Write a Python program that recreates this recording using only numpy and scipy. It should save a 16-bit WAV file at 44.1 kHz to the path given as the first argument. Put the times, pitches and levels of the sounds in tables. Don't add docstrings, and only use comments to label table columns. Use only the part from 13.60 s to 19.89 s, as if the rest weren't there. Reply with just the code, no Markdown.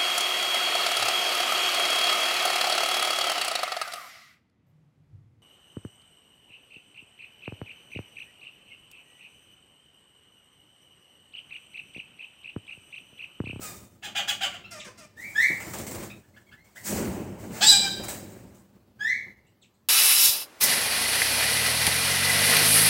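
import sys
import numpy as np
from scipy import signal
from scipy.io import wavfile
from scipy.ndimage import uniform_filter1d

SR = 44100
rng = np.random.default_rng(int(sys.argv[2]) if len(sys.argv) > 2 else 0)


def waveform_to_disk(signal):
    frames = np.transpose(np.atleast_2d(signal))
    scaled = np.clip(frames, -1, 1) * 32767
    samples = np.round(scaled).astype(np.int16)
    wavfile.write(sys.argv[1], SR, samples)


def volts_from_decibels(level):
    exponent = np.asarray(level, float) / 20
    return 10 ** exponent


N = 277277
EDGE_HZ = 15850


def evened(x):
    return x / np.sqrt(np.mean(x ** 2) + 1e-20)


def read(points, hz):
    f, value = np.transpose(points)
    return np.interp(np.log(hz + 1), np.log(f + 1), value)


def add(mix, s, sound):
    part = mix[max(round(s * SR), 0):][:len(sound)]
    part += sound[:len(part)]


def smoothed(x, size, axis=-1):
    return uniform_filter1d(uniform_filter1d(x, size, axis=axis), size, axis=axis)


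def wander(count, size):
    return evened(smoothed(rng.standard_normal(count), size))


def noise(colour, count, patchy_db, size=512):
    hz = np.fft.rfftfreq(size, 1 / SR)
    a, b, patches = rng.standard_normal((4 * N // size + 8, len(hz), 3)).T
    patches = uniform_filter1d(uniform_filter1d(patches, size=6, axis=0), size=10, axis=1)
    level_db = read(colour, hz)[:, None] + patchy_db * evened(patches)
    z = (a + 1j * b) * volts_from_decibels(level_db)
    return evened(signal.istft(z, nperseg=size, noverlap=3 * size // 4)[1][:count])


def burst(rise, db, t60):
    t = np.arange(0, rise + t60, 1 / SR)
    level_db = db - 60 * np.maximum(t - rise, 0) / t60
    return (np.minimum(t / rise, 1) * volts_from_decibels(level_db)) ** 2


# (frequency [Hz], level [dB])
HUM_COLOUR = [(40, -21), (100, -6), (160, -15.5), (200, 8.5), (245, -21.5), (800, -19.5), (2500, -30),
              (4500, -30), (7800, -38), (11000, -37), (15500, -31.5)]


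def room_hum():
    return volts_from_decibels(-62) * noise(HUM_COLOUR, N, patchy_db=2.3, size=1024)


# (time [s], level [dB])
AIR_STIR = [(0, -49), (.42, -59), (.55, -55.5), (1.498, -59.5), (1.88, -53.5), (2.15, -43), (2.4, -39),
            (2.62, -57), (3.2, -64), (3.33, -29), (3.45, -30), (3.8, -42), (4.149, -43.5), (4.5, -41),
            (4.85, -49.5), (5.08, -58.5), (5.799, -60.5), (6.29, -67)]
# (time [s], level [dB])
PUFFS = [(.12, -46), (.47, -48.5), (1.268, -48), (1.67, -56), (1.905, -35.5), (2.07, -36.5), (2.2, -35.5),
         (2.35, -43), (3.4, -33), (3.91, -35), (4.03, -34.5), (3.6, -38), (3.84, -36.5), (4.2, -40),
         (4.292, -51), (4.402, -31.5), (5.17, -53), (5.67, -51.5)]
# (frequency [Hz], level [dB])
AIR_COLOUR = [(76, -28), (130, -15.5), (188, -2), (309, -5.5), (348, -4.5), (453, -12.5), (596, -7.5),
              (645, -17.5), (786, -14.5), (1180, -24.5), (3000, -30.5), (3900, -56.5), (6600, -120)]
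# (frequency [Hz], level [dB])
THUD_COLOUR = [(25, -29), (50, -9.5), (80, -6.5), (110, 0), (140, -21), (300, -61.5)]
# (frequency [Hz], width [Hz], level [dB])
CAGE_MODES = [(202.5, 14, 6), (353, 88, 3.5), (575, 18, -14)]


def wing_air():
    rush = noise(AIR_COLOUR, N, patchy_db=0.97, size=1024)
    thud = noise(THUD_COLOUR, N, patchy_db=-0.5, size=2048)
    shake, t = rng.standard_normal(N), np.arange(4000) / SR
    boom = np.zeros(N)
    for hz, width_hz, db in CAGE_MODES:
        ring = np.exp(-np.pi * width_hz * t) * np.sin(2 * np.pi * hz * t)
        boom += volts_from_decibels(db) * evened(signal.oaconvolve(shake, ring)[:N])
    stir_db = np.interp(np.arange(N) / SR, *np.transpose(AIR_STIR))
    power = volts_from_decibels(stir_db) ** 2
    rise_s, t60_s = 0.0098, 0.18
    for s, db in PUFFS:
        add(power, s - rise_s, burst(rise_s, db, t60_s))
    thud_db = -15.5 + 0.77 * stir_db
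    return np.sqrt(power) * evened(rush + volts_from_decibels(-8) * boom) + volts_from_decibels(thud_db) * thud


# (time [s], rise [s], level [dB], decay t60 [s], crisp share [dB])
STROKES = [(0, 0.032, -42, 0.64, 5), (1.56, .06, -55, 2.3, 3.5), (1.68, 0.0085, -53.5, 0.65, -13),
           (1.75, 0.079, -46.5, 0.65, 6.5), (1.9, 0.015, -45, 1.8, -30), (2.05, .04, -49, 1.5, 3),
           (2.18, 0.0075, -41.5, 0.35, 2.5), (2.37, .03, -42, 0.44, -20), (2.74, 0.05, -65, 3.6, -6),
           (3.04, 0.0055, -57.5, 2.2, -10), (3.152, .012, -54.5, 2, 3.5), (3.232, 0.053, -40, 0.61, 10.5),
           (3.34, 0.031, -34.5, 0.89, -67), (3.5, 0.045, -50.5, 0.74, -7.5),
           (3.779, .02, -49.5, 3.5, -10.5), (3.9, .08, -38, 0.67, -14.5), (4.0, .07, -44, 1.3, 8.5),
           (4.23, 0.021, -40, 0.31, -12), (4.428, 0.014, -37, 0.31, -5), (4.62, .1, -54.5, 1, -18),
           (4.94, 0.011, -67, 0.52, 7.5), (5.39, .1, -70.5, 0.35, 10)]
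# (time [s], level [dB], decay t60 [s], crisp share [dB])
CLAPS = [(2.001, -40, 1, -21), (2.135, -34, 0.39, -13), (2.266, -40, 0.34, 1.5), (2.31, -43, 0.34, 2),
         (2.346, -37, 0.33, -17), (2.427, -39.5, 0.28, -5), (4.482, -34, 0.51, -1.5)]
# (frequency [Hz], level [dB])
FEATHER_COLOUR = [(300, -15), (600, 0), (1200, -6), (2100, -5.5), (3400, -14.5), (5600, -11.5), (8000, -7),
                  (10600, -19), (13500, -16), (15500, -9)]


def feathers():
    hiss = noise(FEATHER_COLOUR, N, patchy_db=1.5)
    bright = evened(np.gradient(hiss))
    soft, crisp = np.zeros((2, N))
    clap_rise_s = 0.0011
    claps = [(s, clap_rise_s, *rest) for s, *rest in CLAPS]
    for s, rise, db, t60, crisp_db in STROKES + claps:
        add(soft, s, burst(rise, db, t60))
        add(crisp, s, burst(rise, db + crisp_db, t60))
    throb = volts_from_decibels(0.47 * wander(N, size=300))
    return throb * (np.sqrt(soft) * hiss + np.sqrt(crisp) * bright)


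# (frequency [Hz], t60 [s])
ROOM_DECAY = [(300, 0.51), (1500, 0.72), (4000, 0.65), (8000, 0.49), (16000, 0.18)]


def room(x, direct_db, early_t60, late_db):
    hz, t, z = signal.stft(rng.standard_normal(SR), SR, nperseg=256)
    late = volts_from_decibels(late_db - 60 * t / read(ROOM_DECAY, hz)[:, None])
    early = volts_from_decibels(-60 * t / early_t60)
    tail = signal.istft(z * np.hypot(late, early), SR, nperseg=256)[1]
    tail = tail * np.clip(np.arange(len(tail)) / SR / 0.0012, 0, 1)
    return volts_from_decibels(direct_db) * x + signal.fftconvolve(x, tail / np.linalg.norm(tail))[:N]


def calls(tables, voice, *how, **more):
    track = np.zeros(N)
    for rows in tables:
        add(track, *voice(rows, *how, **more))
    return track


def unrolled(rows):
    s, *columns = np.transpose(rows)
    t = np.arange(s[0], s[-1], 1 / SR)
    return [s[0]] + [np.interp(t, s, c) for c in columns]


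def nasal(rows, tract, jitter, breath_db, beak):
    s, hz, effort_db, tilt_db = unrolled(rows)
    turns = np.cumsum(hz * (1 + jitter * wander(len(hz), size=30))) / SR
    k = np.arange(1, 30)[:, None]
    tract_hz = k * hz * (hz.mean() / hz) ** beak
    colour_db = read(tract, tract_hz) + tilt_db * np.log2(k * hz / 3000)
    colour = volts_from_decibels(colour_db) * (k * hz < EDGE_HZ)
    rough = rng.standard_normal((2, len(k), len(hz)))
    rough = uniform_filter1d(uniform_filter1d(rough, size=36, axis=2), size=28, axis=2)
    a, b = evened(rough) / np.sqrt(2)
    breath = volts_from_decibels(breath_db) * np.minimum(k - .85, 1) * (a + 1j * b)
    overtones = ((1 + breath) * np.exp(2j * np.pi * k * turns + 1j * k ** 2)).real
    stack = (colour * overtones).sum(0) / np.sqrt((colour ** 2).sum(0))
    return s, volts_from_decibels(effort_db) * stack * signal.windows.tukey(len(hz), .25)


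def syllable(row, shape, *how, **more):
    s, length, top_hz, effort_db, tilt_db = row
    rows = [(s + u * length, top_hz * pitch, effort_db + db, tilt_db + tilt)
            for u, pitch, db, tilt in shape]
    return nasal(rows, *how, **more)


# (time [s], pitch [Hz], effort [dB], brightness [dB per octave])
ANSWER = [
    [(0, 1348, -50, -10), (.04, 1257, -49, -7), (.09, 1227, -48, 2), (.125, 1170, -54, -8)],
    [(4.1, 826, -50, 0.0082), (4.125, 803.5, -23.5, 0.017), (4.19, 786, -39, 0.014),
     (4.25, 793, -27.5, 0.018), (4.3, 755, -43, 0.0035)],
]
# (frequency [Hz], level [dB])
ANSWER_TRACT = [(400, -29), (790, -8), (1580, -3), (2370, -7.5), (3160, -6), (5000, -9), (8000, -23.5),
                (15000, -40)]
# (time [s], length [s], top pitch [Hz], effort [dB], brightness [dB per octave])
MURMUR = [(1.105, 0.094, 693, -41.5, -0.88), (1.245, 0.044, 587, -43.5, -1.8),
          (1.372, 0.087, 690.5, -48.5, -0.79)]
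# (share of length, pitch against top, effort [dB], brightness [dB per octave])
MURMUR_SLIDE = [(0, 1, 0.5, 2), (0.198, 1, 0, 0.966), (.55, .88, -5, -0.64), (1, .86, 2.5, -2.4)]
# (frequency [Hz], level [dB])
MURMUR_TRACT = [(240, -47), (400, -16.5), (624, -5), (695, -10.5), (1720, -9.5), (2490, -9), (3820, -19),
                (5200, -8), (7170, -12.5), (8630, -11.5), (9460, -18.5), (12100, -26), (15700, -27.5)]


def murmurs():
    low = calls(ANSWER, nasal, ANSWER_TRACT, jitter=0.0048, breath_db=-26, beak=.4)
    low += calls(MURMUR, syllable, MURMUR_SLIDE, MURMUR_TRACT, jitter=.01, breath_db=-5, beak=0)
    return room(low, direct_db=-0.5, early_t60=0.15, late_db=-6.5)


# (time [s], length [s], top pitch [Hz], effort [dB], brightness [dB per octave])
CHATTER = [(.42, 0.093, 862, -35, 1), (.546, 0.086, 835, -24.5, 0.5), (.672, 0.065, 849, -24, 3),
           (.803, 0.081, 810, -24, 0.5), (.895, 0.12, 738, -42, -1.5)]
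# (share of length, pitch against top, effort [dB], brightness [dB per octave])
CHATTER_ARCH = [(0, .66, -7.5, -2), (.17, 1, -0.5, 1.5), (0.421, 0.95, 2.5, 3.5), (0.681, .7, -13.5, -2.5),
                (1, 0.72, -14.5, -11.5)]
# (frequency [Hz], level [dB])
CHATTER_TRACT = [(400, -16), (530, -4), (800, 3), (1600, -4), (2000, 0.5), (2500, -1), (3200, 8.5),
                 (3800, -38), (4400, -6.5), (5400, -20.5), (6800, -11.5), (10000, -28), (10900, -45),
                 (12400, -33.5), (14200, -29.5)]


def chatter():
    voice = calls(CHATTER, syllable, CHATTER_ARCH, CHATTER_TRACT, jitter=0.022, breath_db=-3.0, beak=0.077)
    return room(voice, direct_db=-4.5, early_t60=0.23, late_db=-15.0)


# (mean pitch [Hz], level [dB])
PEEP_LIFT = [(1100, 16.5), (1290, 9.5), (1500, 0.5), (2000, -14), (2250, -20), (2700, -13), (3100, 4),
             (3700, 8)]


def peep(row):
    s, length, first_hz, last_hz, effort_db = row
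    second_db = read(PEEP_LIFT, (first_hz + last_hz) / 2)
    progress = np.linspace(0, 1, round(length * SR))
    bend = 1 - np.exp(-progress / 0.26) if last_hz > first_hz else progress ** .85
    hz = (first_hz + (last_hz - first_hz) * bend) * (1 + 0.0073 * wander(len(bend), size=40))
    turns = np.cumsum(hz) / SR
    tone = np.cos(2 * np.pi * turns)
    wide = abs(last_hz - first_hz) > 400 and last_hz < 3000
    fade_db = 26 * wide
    for k in range(2, 6):
        overtone_db = second_db - 10.5 * (k - 2) - fade_db * progress
        distance_loss = 1 + (k * hz / 8300) ** 20
        tone = tone + volts_from_decibels(overtone_db) * np.cos(2 * np.pi * k * turns) / distance_loss
    return s, volts_from_decibels(effort_db) * tone * signal.windows.tukey(len(hz), .2)


# (time [s], length [s], first pitch [Hz], last pitch [Hz], effort [dB])
PEEPS = [(1.04, 0.016, 1222, 1382, -49.5), (1.196, 0.017, 4187, 1935, -36.5),
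         (2.268, 0.01, 2130, 2150, -41), (2.498, 0.0097, 1064, 1290, -50.5),
         (2.628, 0.022, 1180, 1807, -57.5), (2.737, 0.013, 2030, 2160, -53.5),
         (2.76, 0.014, 1194, 1786, -47), (2.862, 0.032, 1135, 1060, -67), (2.912, 0.027, 1133, 1790, -47.5),
         (2.965, 0.075, 1845, 2163, -54.5), (3.048, 0.023, 1117, 1093, -71),
         (3.156, 0.025, 1297, 2080, -41.5), (5.86, 0.0106, 2380, 2960, -56.5),
         (5.865, .014, 3256, 4170, -66.5), (6.013, 0.03, 4430, 2120, -51.5),
         (6.138, 0.0098, 2997, 4280, -66)]


def far_peeps():
    return room(calls(PEEPS, peep), direct_db=-13, early_t60=0.24, late_db=-23)


# (frequency [Hz], level [dB])
WHISTLE_TRACT = [(1400, -6), (2300, 4.5), (3400, -18), (4600, -22), (6500, -24.5), (8500, -36),
                 (11000, -51.5), (15000, -37.5)]


def whistle(rows):
    s, hz, effort_db, rasp_db = unrolled(rows)
    turns = np.cumsum(hz * (1 + 0.012 * wander(len(hz), size=50))) / SR
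    k = np.arange(1, 10)[:, None]
    colour = volts_from_decibels(read(WHISTLE_TRACT, k * hz)) * (k * hz < EDGE_HZ)
    tone = (colour * np.cos(2 * np.pi * k * turns)).sum(0)
    rasp = np.cos(np.pi * turns) + 0.59 * wander(len(hz), size=8)
    tone = tone * (1 + volts_from_decibels(rasp_db) * rasp)
    return s, np.sqrt(2) * volts_from_decibels(effort_db) * tone * signal.windows.tukey(len(hz), .1)


def rising_whistle(row):
    s, length, top_hz, effort_db, middle = row
    u = np.linspace(0, 1, num=24)
    scoop = 0.17
    glide = scoop * np.minimum(u / 0.13, 1) + (1 - scoop) / (1 + np.exp((middle - u) / 0.14))
    rise_end, fall_start = 0.13, 0.59
    attack_db = -18.5 * np.interp(u, [0, rise_end, 1], [1, 0, 0]) ** 2
    release_db = np.interp(u, [0, fall_start, 1], [0, 0, -23.5])
    low_db = -6.5 * (1 - glide)
    start = 0.66
    hz = top_hz * (start + (1 - start) * glide)
    rasp_db = -14.5 - 52 * glide
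    level_db = effort_db + attack_db + release_db + low_db
    return whistle(np.transpose([s + u * length, hz, level_db, rasp_db]))


# (time [s], length [s], top pitch [Hz], effort [dB], share of length at mid glide)
WHISTLES = [(1.558, 0.15, 2457, -38.5, 0.41), (1.745, 0.13, 2374, -15.5, 0.55),
            (5.388, 0.17, 2301, -21.5, .54)]


def whistles():
    return room(calls(WHISTLES, rising_whistle), direct_db=-14, early_t60=0.42, late_db=-16.0)


# (time [s], pitch [Hz], effort [dB], brightness [dB per octave])
SCOOP = [
    [(4.003, 547, -38, -1), (4.016, 716, -24, -1.22), (4.03, 848.4, -18.5, 1), (4.05, 875, -18.5, 2),
     (4.068, 1000, -39, 2)],
]
# (frequency [Hz], level [dB])
SCOOP_TRACT = [(290, -34.5), (500, -1), (1750, -6.5), (2110, -8.5), (2740, -10.5), (3260, 1), (4290, -3),
               (5250, -2), (5800, -14), (7860, -2), (8690, -18.5), (11800, -33.5), (15700, -17)]
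# (time [s], pitch [Hz], effort [dB], brightness [dB per octave])
SQUAWK = [
    [(4.05, 941, -32.5, -1.5), (4.072, 939, -11, 1.4), (4.1, 1004, -10.5, 0), (4.13, 945, -17, 3),
     (4.165, 937.4, -39, -2.2)],
]
# (frequency [Hz], level [dB])
SQUAWK_TRACT = [(350, -66), (600, -48.5), (856, -26.5), (1650, -48.5), (2260, -43.5), (3260, -9),
                (3790, 1.5), (4410, -8), (4980, 0), (6370, -22.5), (7510, 1), (8800, -20.5), (9800, -20),
                (10700, -36), (11600, -19.5), (13700, -39), (15700, -25.5)]


def squawk():
    cry = calls(SCOOP, nasal, SCOOP_TRACT, jitter=0.026, breath_db=-2, beak=0.64)
    cry += calls(SQUAWK, nasal, SQUAWK_TRACT, jitter=0.01, breath_db=-19.0, beak=0.63)
    return room(cry, direct_db=0.5, early_t60=0.059, late_db=-1.0)


def scene():
    wings = wing_air() + feathers()
    birds = murmurs() + chatter() + far_peeps() + whistles() + squawk()
    return (room_hum() + wings + birds)[None]


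def band_limit(x):
    return signal.sosfilt(signal.butter(12, 16850, fs=SR, output="sos"), x)


def record(dry):
    power_db = 10 * np.log10(abs(uniform_filter1d(dry[0] ** 2, size=900)) + 1e-12)
    fall = np.arange(N) * 230.0 / SR
    held_db = np.maximum.accumulate(power_db + fall) - fall
    gate_db = -6 * np.clip((-50.5 - held_db) / 6, 0, 1)
    gated = dry * volts_from_decibels(uniform_filter1d(gate_db, size=200))
    gated = signal.sosfilt(signal.butter(3, 55, "high", fs=SR, output="sos"), gated)
    lowpass = signal.firwin(2047, EDGE_HZ, window=("kaiser", 9), fs=SR)
    limited = signal.oaconvolve(gated, lowpass[None], "same")
    return band_limit(limited)


dry = scene()
out = record(dry)
waveform_to_disk(out)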